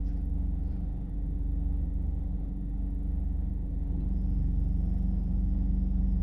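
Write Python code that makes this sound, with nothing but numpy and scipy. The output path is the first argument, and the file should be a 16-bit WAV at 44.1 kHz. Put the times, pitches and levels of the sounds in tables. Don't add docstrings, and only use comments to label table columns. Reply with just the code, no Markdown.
import sys
import numpy as np
from scipy import signal
from scipy.fft import rfft, irfft
from scipy.io import wavfile
from scipy.ndimage import uniform_filter1d

SR = 44100
rng = np.random.default_rng(int(sys.argv[2]) if len(sys.argv) > 2 else 0)


def bounce(signal):
    frames = np.transpose(np.atleast_2d(signal))
    limited = np.clip(frames, -1, 1)
    pcm = np.round(limited * 32767).astype(np.int16)
    wavfile.write(sys.argv[1], SR, pcm)


N = 274302
TIME = np.arange(N) / SR
OPPOSED = np.array([[1], [-1]])
CLUTCH_S, HISS_RISE_S = 3.998, .08


def undb(db):
    return 10 ** (np.asarray(db) / 20)


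def curve(rows):
    return np.interp(TIME, *np.transpose(rows))


def ramp(start, length):
    return np.clip((TIME - start) / length, 0, 1)


def gains(points, size):
    hz, db = np.transpose(points)
    bin_hz = np.fft.rfftfreq(size, 1 / SR)
    return undb(np.interp(np.log(bin_hz + 1), np.log(hz), db))


def noise(points):
    return irfft(rfft(rng.standard_normal(N)) * gains(points, N), N) * np.sqrt(SR / 2)


def ring(x, points, size=2048):
    cepstrum = irfft(np.log(gains(points, size)))
    cepstrum[1:size // 2] *= 2
    cepstrum[size // 2 + 1:] = 0
    return signal.fftconvolve(x, irfft(np.exp(rfft(cepstrum))))[:N]


def level(x, db):
    return x * undb(db) / np.std(x)


def walk(rate):
    hold = int(SR / rate)
    held = np.repeat(rng.standard_normal(N // hold + 1), hold)
    return 0.94 * uniform_filter1d(uniform_filter1d(held, hold), hold)[:N]


def firing_times(firings):
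    return np.interp(np.arange(int(firings[-1]) + 1), firings, TIME)


def sample_at(seconds):
    return np.clip(seconds * SR, 0, N - 1).astype(int)


# time in seconds, level in dB.
SECOND_LEVEL = [(0.05, -31), (0.92, -33), (1.1, -38), (1.17, -32), (1.59, -30.5), (2.56, -34),
                (2.84, -31.5), (3.69, -32.5), (4.45, -28.5), (5.3, -31), (5.35, -28), (6.15, -28)]
EIGHTH_LEVEL = [(0.1, -50.5), (0.5, -46.5), (1.6, -51), (2.2, -47), (3.5, -45.5), (3.9, -52), (4.05, -41),
                (4.35, -38.5), (4.61, -45), (4.78, -39.5), (5.4, -38.5), (6.1, -37)]
TWELFTH_LEVEL = [(0.2, -48), (1.05, -52), (1.55, -46.5), (2.2, -51.5), (2.9, -47.5), (3.45, -53),
                 (4.02, -47), (4.21, -52.5), (4.38, -47.5), (4.7, -49.5), (5.15, -59), (5.62, -46),
                 (6.1, -56)]


def cabin_boom(angle, load, third_free_db=-40.5, third_loaded_db=-51.5):
    second = undb(curve(SECOND_LEVEL)) * np.cos(2 * angle)
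    third = -undb(third_free_db + load * (third_loaded_db - third_free_db)) * np.cos(3 * angle)
    eighth = undb(curve(EIGHTH_LEVEL)) * np.cos(8 * angle)
    twelfth = undb(curve(TWELFTH_LEVEL)) * np.cos(12 * angle)
    return np.sqrt(2) * (second + third + eighth + twelfth)


# multiple of the firing rate, level in dB running free, dB under load.
HUM_HARMONICS = [(1, -45.5, -47), (4, -55.5, -46), (5, -51, -50), (6, -51, -48.5), (7, -48, -45),
                 (9, -66.5, -60.5), (10, -65.5, -54.5), (11, -56, -56), (13, -62, -59.5), (14, -74, -68),
                 (15, -72, -67), (19, -74, -77), (21, -68, -69.5), (29, -76, -76)]
# multiple of the firing rate, boost in dB per Hz of sag.
LUG_BOOST = [(5, 16.5), (6, 18.5), (7, 3.5), (14, 9.5)]


def engine_hum(angle, load, sag_hz, waver_db=1.0, wobble_rad=0.13, spread_rad=0.26, right_db=1.9):
    lug = {round(multiple): slope_db for multiple, slope_db in LUG_BOOST}
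    out = 0
    for multiple, free_db, loaded_db in HUM_HARMONICS:
        k = round(multiple)
        unsteady = min(k / 6, 1)
        db = free_db + load * (loaded_db - free_db) + unsteady * waver_db * walk(9.6)
        db = db + lug.get(k, 0) * load * sag_hz - OPPOSED * unsteady * right_db / 2
        path_phase = spread_rad * k * rng.standard_normal() + unsteady * wobble_rad * walk(6.2)
        out = out + undb(db) * np.cos(k * angle + path_phase)
    return np.sqrt(2) * out


# frequency in Hz, relative level in dB.
THROB_COLOUR = [(60, -100), (110, -74.5), (165, -66.5), (215, -74.5), (270, -74.5), (330, -80),
                (420, -97.5), (700, -130), (2500, -165)]


def combustion(angle, load, gain_db=-4.5, load_db=2.0, depth=0.86):
    pulse = 1 + depth * np.cos(angle)
    return noise(THROB_COLOUR) * pulse * undb(gain_db + load_db * load)


# delay after the firing in seconds, relative level in dB.
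INJECTOR_ORDER = [(.003, 0), (.0023, 0), (.00215, 0), (.0028, 0)]
# delay in seconds, relative level in dB.
NEEDLE_BLOWS = [(0, -5), (.0009, -18), (.0019, -13), (.0039, -15), (.0051, -19)]
# frequency in Hz, relative level in dB.
TICK_MID_COLOUR = [(2000, -29), (4000, -22.5), (7800, -22), (8400, -9), (9000, -41), (9700, -13),
                   (10200, -6.5), (10700, -5), (11100, -4.5), (11330, 1), (11550, -4.5), (11900, -5.5),
                   (12600, -21), (13500, -30.5), (14200, -14.5)]
TICK_SIDE_COLOUR = [(2000, -55.5), (7200, -47), (8400, 4), (9000, -6), (9500, -1.5), (10200, -4),
                    (11100, -22), (12000, -13), (13100, -4.5), (14200, -21)]


def injectors(firings, load, jitter=.03, scatter_db=1.2, tail_s=.012, load_db=1.0):
    fired = firing_times(firings)
    delay, db = np.array(INJECTOR_ORDER)[np.arange(len(fired)) % len(INJECTOR_ORDER)].T
    chance = rng.standard_normal((len(fired), 2, len(NEEDLE_BLOWS)))
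    blows = np.zeros(N)
    for k, (after, blow_db) in enumerate(NEEDLE_BLOWS):
        at = sample_at(fired + delay + after * (1 + jitter * chance[:, 0, k]))
        blows[at] += undb(db + blow_db + scatter_db * chance[:, 1, k])
    heard = []
    for colour in (TICK_MID_COLOUR, TICK_SIDE_COLOUR):
        tick = ring(blows, colour)
        cabin = rng.standard_normal(N) * np.exp(-TIME / tail_s)
        tail = signal.fftconvolve(tick, cabin)[:N]
        heard.append(level(tick, -86) + level(tail, -90.5))
    mid, side = heard
    return (mid + undb(-1.5) * side * OPPOSED) * undb(load_db * load)


# frequency in Hz, relative level in dB.
RATTLE_COLOUR = [(3000, -15.5), (4500, -5), (5700, 0), (6300, -5), (7200, -0.5), (8000, -4.5), (8450, 0),
                 (8900, -21.5), (13000, -36)]


def valve_gear(firings, load, scatter_db=1.0, load_db=3.5, delay_s=.003, rise_s=.0015, decay_s=.0044):
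    at = sample_at(firing_times(firings) + delay_s)
    power = np.zeros(N)
    power[at] = undb(scatter_db * rng.standard_normal(len(at))) ** 2
    for seconds in (rise_s, decay_s):
        power = signal.lfilter([1], [1, -np.exp(-1 / (seconds * SR))], power)
    return level(np.sqrt(power) * noise(RATTLE_COLOUR) * undb(load_db * load), db=-90)


# time in seconds, level in dB.
FAN_LEVEL = [(0.3, -39.5), (1.3, -41), (2.0, -40.5), (3.3, -40), (3.75, -42), (4.2, -38.5), (4.45, -34),
             (4.95, -34), (5.2, -40), (5.35, -36), (5.75, -33.2), (6.15, -32.7)]


def fans(angle, low_hz=70.62, high_hz=186.9, high_db=-58.5, null_s=2.6, wobble_rad=0.77):
    null_phase = 3 * np.interp(null_s, TIME, angle)
    low = undb(curve(FAN_LEVEL)) * np.cos(2 * np.pi * low_hz * (TIME - null_s) + null_phase)
    high = undb(high_db) * np.cos(2 * np.pi * high_hz * TIME + wobble_rad * walk(2.2))
    return np.sqrt(2) * (low + high)


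# frequency in Hz, relative level in dB.
SLIP_COLOUR = [(70, -3), (95, 3), (120, 6), (170, -6), (260, -3.5), (320, 1), (380, -10), (500, -19),
               (800, -17.5), (1100, -34.5), (2000, -44), (4000, -48), (7000, -65), (13000, -83)]
CLACK_COLOUR = [(300, 4), (1200, -10), (2400, -9), (4200, -9), (5000, -19), (8000, -28), (13000, -45)]
# frequency in Hz, starting level in dB, decay in seconds.
PLATE_MODES = [(2680, -71, .014), (4030, -73, .016)]


def clutch(slip_peak_s=4.01, slip_width_s=.075, rise_s=.008, decay_s=.02, bite_s=4.003):
    swell = np.exp(-.5 * ((TIME - slip_peak_s) / slip_width_s) ** 2)
    slip = swell * level(noise(SLIP_COLOUR), -45.5)
    age = np.maximum(TIME - CLUTCH_S, 0)
    clack = (1 - np.exp(-age / rise_s)) * np.exp(-age / decay_s) * level(noise(CLACK_COLOUR), -66)
    since_bite = np.maximum(TIME - bite_s, 0)
    plate = sum(undb(db) * np.exp(-since_bite / decay) * np.sin(2 * np.pi * hz * since_bite)
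                for hz, db, decay in PLATE_MODES)
    return slip + clack + plate


# frequency in Hz, relative level in dB.
REFRIGERANT_COLOUR = [(1200, -9.5), (2400, 0), (3200, 2), (4000, -16.5), (4750, -3.5), (5550, -2),
                      (6100, -11), (8000, -22.5), (12000, -43)]


def refrigerant(db=-82.5, flutter_db=1):
    flow = 1 - np.exp(-np.maximum(TIME - CLUTCH_S, 0) / HISS_RISE_S)
    return flow * level(noise(REFRIGERANT_COLOUR), db) * undb(flutter_db * walk(1.9))


# time in seconds, level in dB.
SIZZLE_LEVEL = [(4.03, -110), (4.15, -82.5), (4.43, -84), (4.51, -92), (4.6, -84), (4.8, -82.5),
                (4.97, -80.5), (5.25, -84), (5.7, -86), (6.15, -82)]
# frequency in Hz, width in Hz, dB relative to the sizzle's level.
VALVE_MODES = [(5150, 330, -2), (5580, 370, -6.5)]


def valve_sizzle(hz_per_db=29, waver_hz=70, flutter_db=2.5):
    db = curve(SIZZLE_LEVEL)
    shift_hz = hz_per_db * (db - db[-1]) + waver_hz * walk(14)
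    out = 0
    for hz, width, mode_db in VALVE_MODES:
        white = rng.standard_normal(N) + 1j * rng.standard_normal(N)
        slow = signal.sosfilt(signal.butter(2, width / 2, fs=SR, output="sos"), white)
        band = np.real(slow * np.exp(2j * np.pi * np.cumsum(hz + shift_hz) / SR))
        out = out + level(band, mode_db) * undb(flutter_db * walk(40))
    return out * undb(db) * ramp(CLUTCH_S, HISS_RISE_S)


# peak time, rise and decay in seconds,
# level of the hiss in dB, level of the body in dB, pitch as a ratio.
SLEEVE_RUBS = [(0.08, .022, .038, -71, -70.5, 0.98), (0.185, .035, .04, -80, -80, 0.95),
               (0.725, .065, .085, -77.5, -74.5, 0.86)]
# frequency in Hz, relative level in dB.
FIBRE_HISS = [(2000, -11.5), (3100, -5), (4300, -6.5), (4900, 0), (5500, 0.5), (6000, -2.5), (6500, -10.5),
              (8000, -21.5), (12000, -40)]
RUB_BODY = [(600, -20), (1100, -7.5), (1450, -6.5), (1610, 2.5), (1850, -3.5), (2100, -10), (2400, -7),
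            (3200, -13.5), (4500, -25), (9000, -50.5)]


def sleeve(body_lag_s=0.029, grain_db=2.5):
    out = 0
    for peak, rise, decay, hiss_db, body_db, pitch in SLEEVE_RUBS:
        for colour, db, lag in ((FIBRE_HISS, hiss_db, 0), (RUB_BODY, body_db, body_lag_s)):
            age = TIME - peak - lag
            swell = np.exp(-.5 * (np.minimum(age, 0) / rise) ** 2 - np.maximum(age, 0) / decay)
            out = out + swell * level(noise(np.array(colour) * [pitch, 1]), db)
    return out * undb(grain_db * walk(120))


# frequency in Hz, density in dB per Hz before the load comes on.
DUCT_MID = [(200, -100), (470, -85.5), (600, -89.5), (790, -87.5), (1060, -103.5), (1300, -106),
            (1600, -114), (2500, -140), (6000, -165)]
DUCT_SIDE = [(20, -82.5), (80, -81.5), (130, -89.5), (175, -79.5), (320, -99.5), (580, -101), (790, -97.5),
             (1000, -110), (1350, -107), (2000, -118), (3000, -138), (7000, -145)]
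GRILLE_HISS = [(700, -125), (1250, -110), (1550, -109.5), (1920, -108.5), (2250, -112.5), (3250, -116.5),
               (3560, -116), (3950, -120), (5000, -127), (9000, -144), (13000, -160)]


def vents(load, left_db=3.0, waver_db=1.5, load_db=1.0, swell_db=-0.7):
    ducts = noise(DUCT_MID) * undb(OPPOSED * left_db / 2) + noise(DUCT_SIDE) * OPPOSED
    grilles = noise(GRILLE_HISS) * undb(swell_db * walk(8.2))
    return (ducts + grilles) * undb(waver_db * walk(15) + load_db * load)


# frequency in Hz, width in Hz, level in dB.
HOUSING_MODES = [(1895, 130, -81.5), (3555, 130, -89)]


def blower(waver_db=2):
    out = 0
    for hz, width, db in HOUSING_MODES:
        band = signal.lfilter(*signal.iirpeak(hz, hz / width, fs=SR), rng.standard_normal(N))
        out = out + level(band, db) * undb(waver_db * walk(9.9))
    return out


# frequency in Hz, density in dB per Hz before the load comes on.
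BAY_HISS_MID = [(3000, -135), (5500, -130), (8000, -130), (9000, -142), (10200, -127), (11300, -123.5),
                (12300, -134), (13300, -152), (14200, -149)]
BAY_HISS_SIDE = [(7000, -146), (8200, -127), (9500, -126), (11100, -139), (12200, -132), (14200, -136)]


def engine_bay(load, flutter_db=-0.5, load_db=1):
    hiss = noise(BAY_HISS_MID) + noise(BAY_HISS_SIDE) * OPPOSED
    return hiss * undb(flutter_db * walk(25) + load_db * load)


# frequency in Hz, density in dB per Hz before the load comes on.
CABIN_RUMBLE = [(15, -81), (30, -73.5), (42, -63.5), (85, -60), (105, -68), (132, -72), (175, -65),
                (215, -75.5), (300, -81), (400, -84), (600, -102), (1200, -130), (4000, -165)]


def rumble(load, load_db=1.6, waver_db=1):
    return noise(CABIN_RUMBLE) * undb(load_db * load + waver_db * walk(2.3) - .3 * OPPOSED)


# time in seconds, firing rate in Hz.
FIRING_RATE = [(0.0, 23.704), (0.6, 23.772), (1.1, 23.924), (1.5, 23.604), (2.0, 23.763), (2.4, 23.868),
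               (2.9, 23.737), (3.5, 23.846), (3.9, 23.283), (4.15, 23.742), (4.4, 23.261), (4.8, 23.491),
               (5.2, 23.784), (6.2, 23.675)]


def scene(idle_hz=23.7, boom_lag_cycles=.175):
    firing_hz = curve(FIRING_RATE)
    firings = np.cumsum(firing_hz) / SR
    angle = 2 * np.pi * (firings - boom_lag_cycles)
    load = ramp(CLUTCH_S - 0.059, length=0.23)
    sag_hz = np.maximum(idle_hz - firing_hz, 0)
    tones = (cabin_boom(angle, load) + engine_hum(angle, load, sag_hz)) * undb(-.08 * OPPOSED)
    engine = tones + combustion(angle, load)
    ticking = injectors(firings, load) + valve_gear(firings, load) + engine_bay(load)
    cabin = fans(angle) + rumble(load) + vents(load) + blower()
    cooling = clutch() + refrigerant() + valve_sizzle()
    return engine + ticking + cabin + cooling + sleeve()


def record(dry, top_hz=14500):
    lowpass = signal.ellip(8, .2, 70, top_hz, fs=SR, output="sos")
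    return signal.sosfilt(lowpass, dry * ramp(0, .004))


dry = scene()
out = record(dry)
bounce(out)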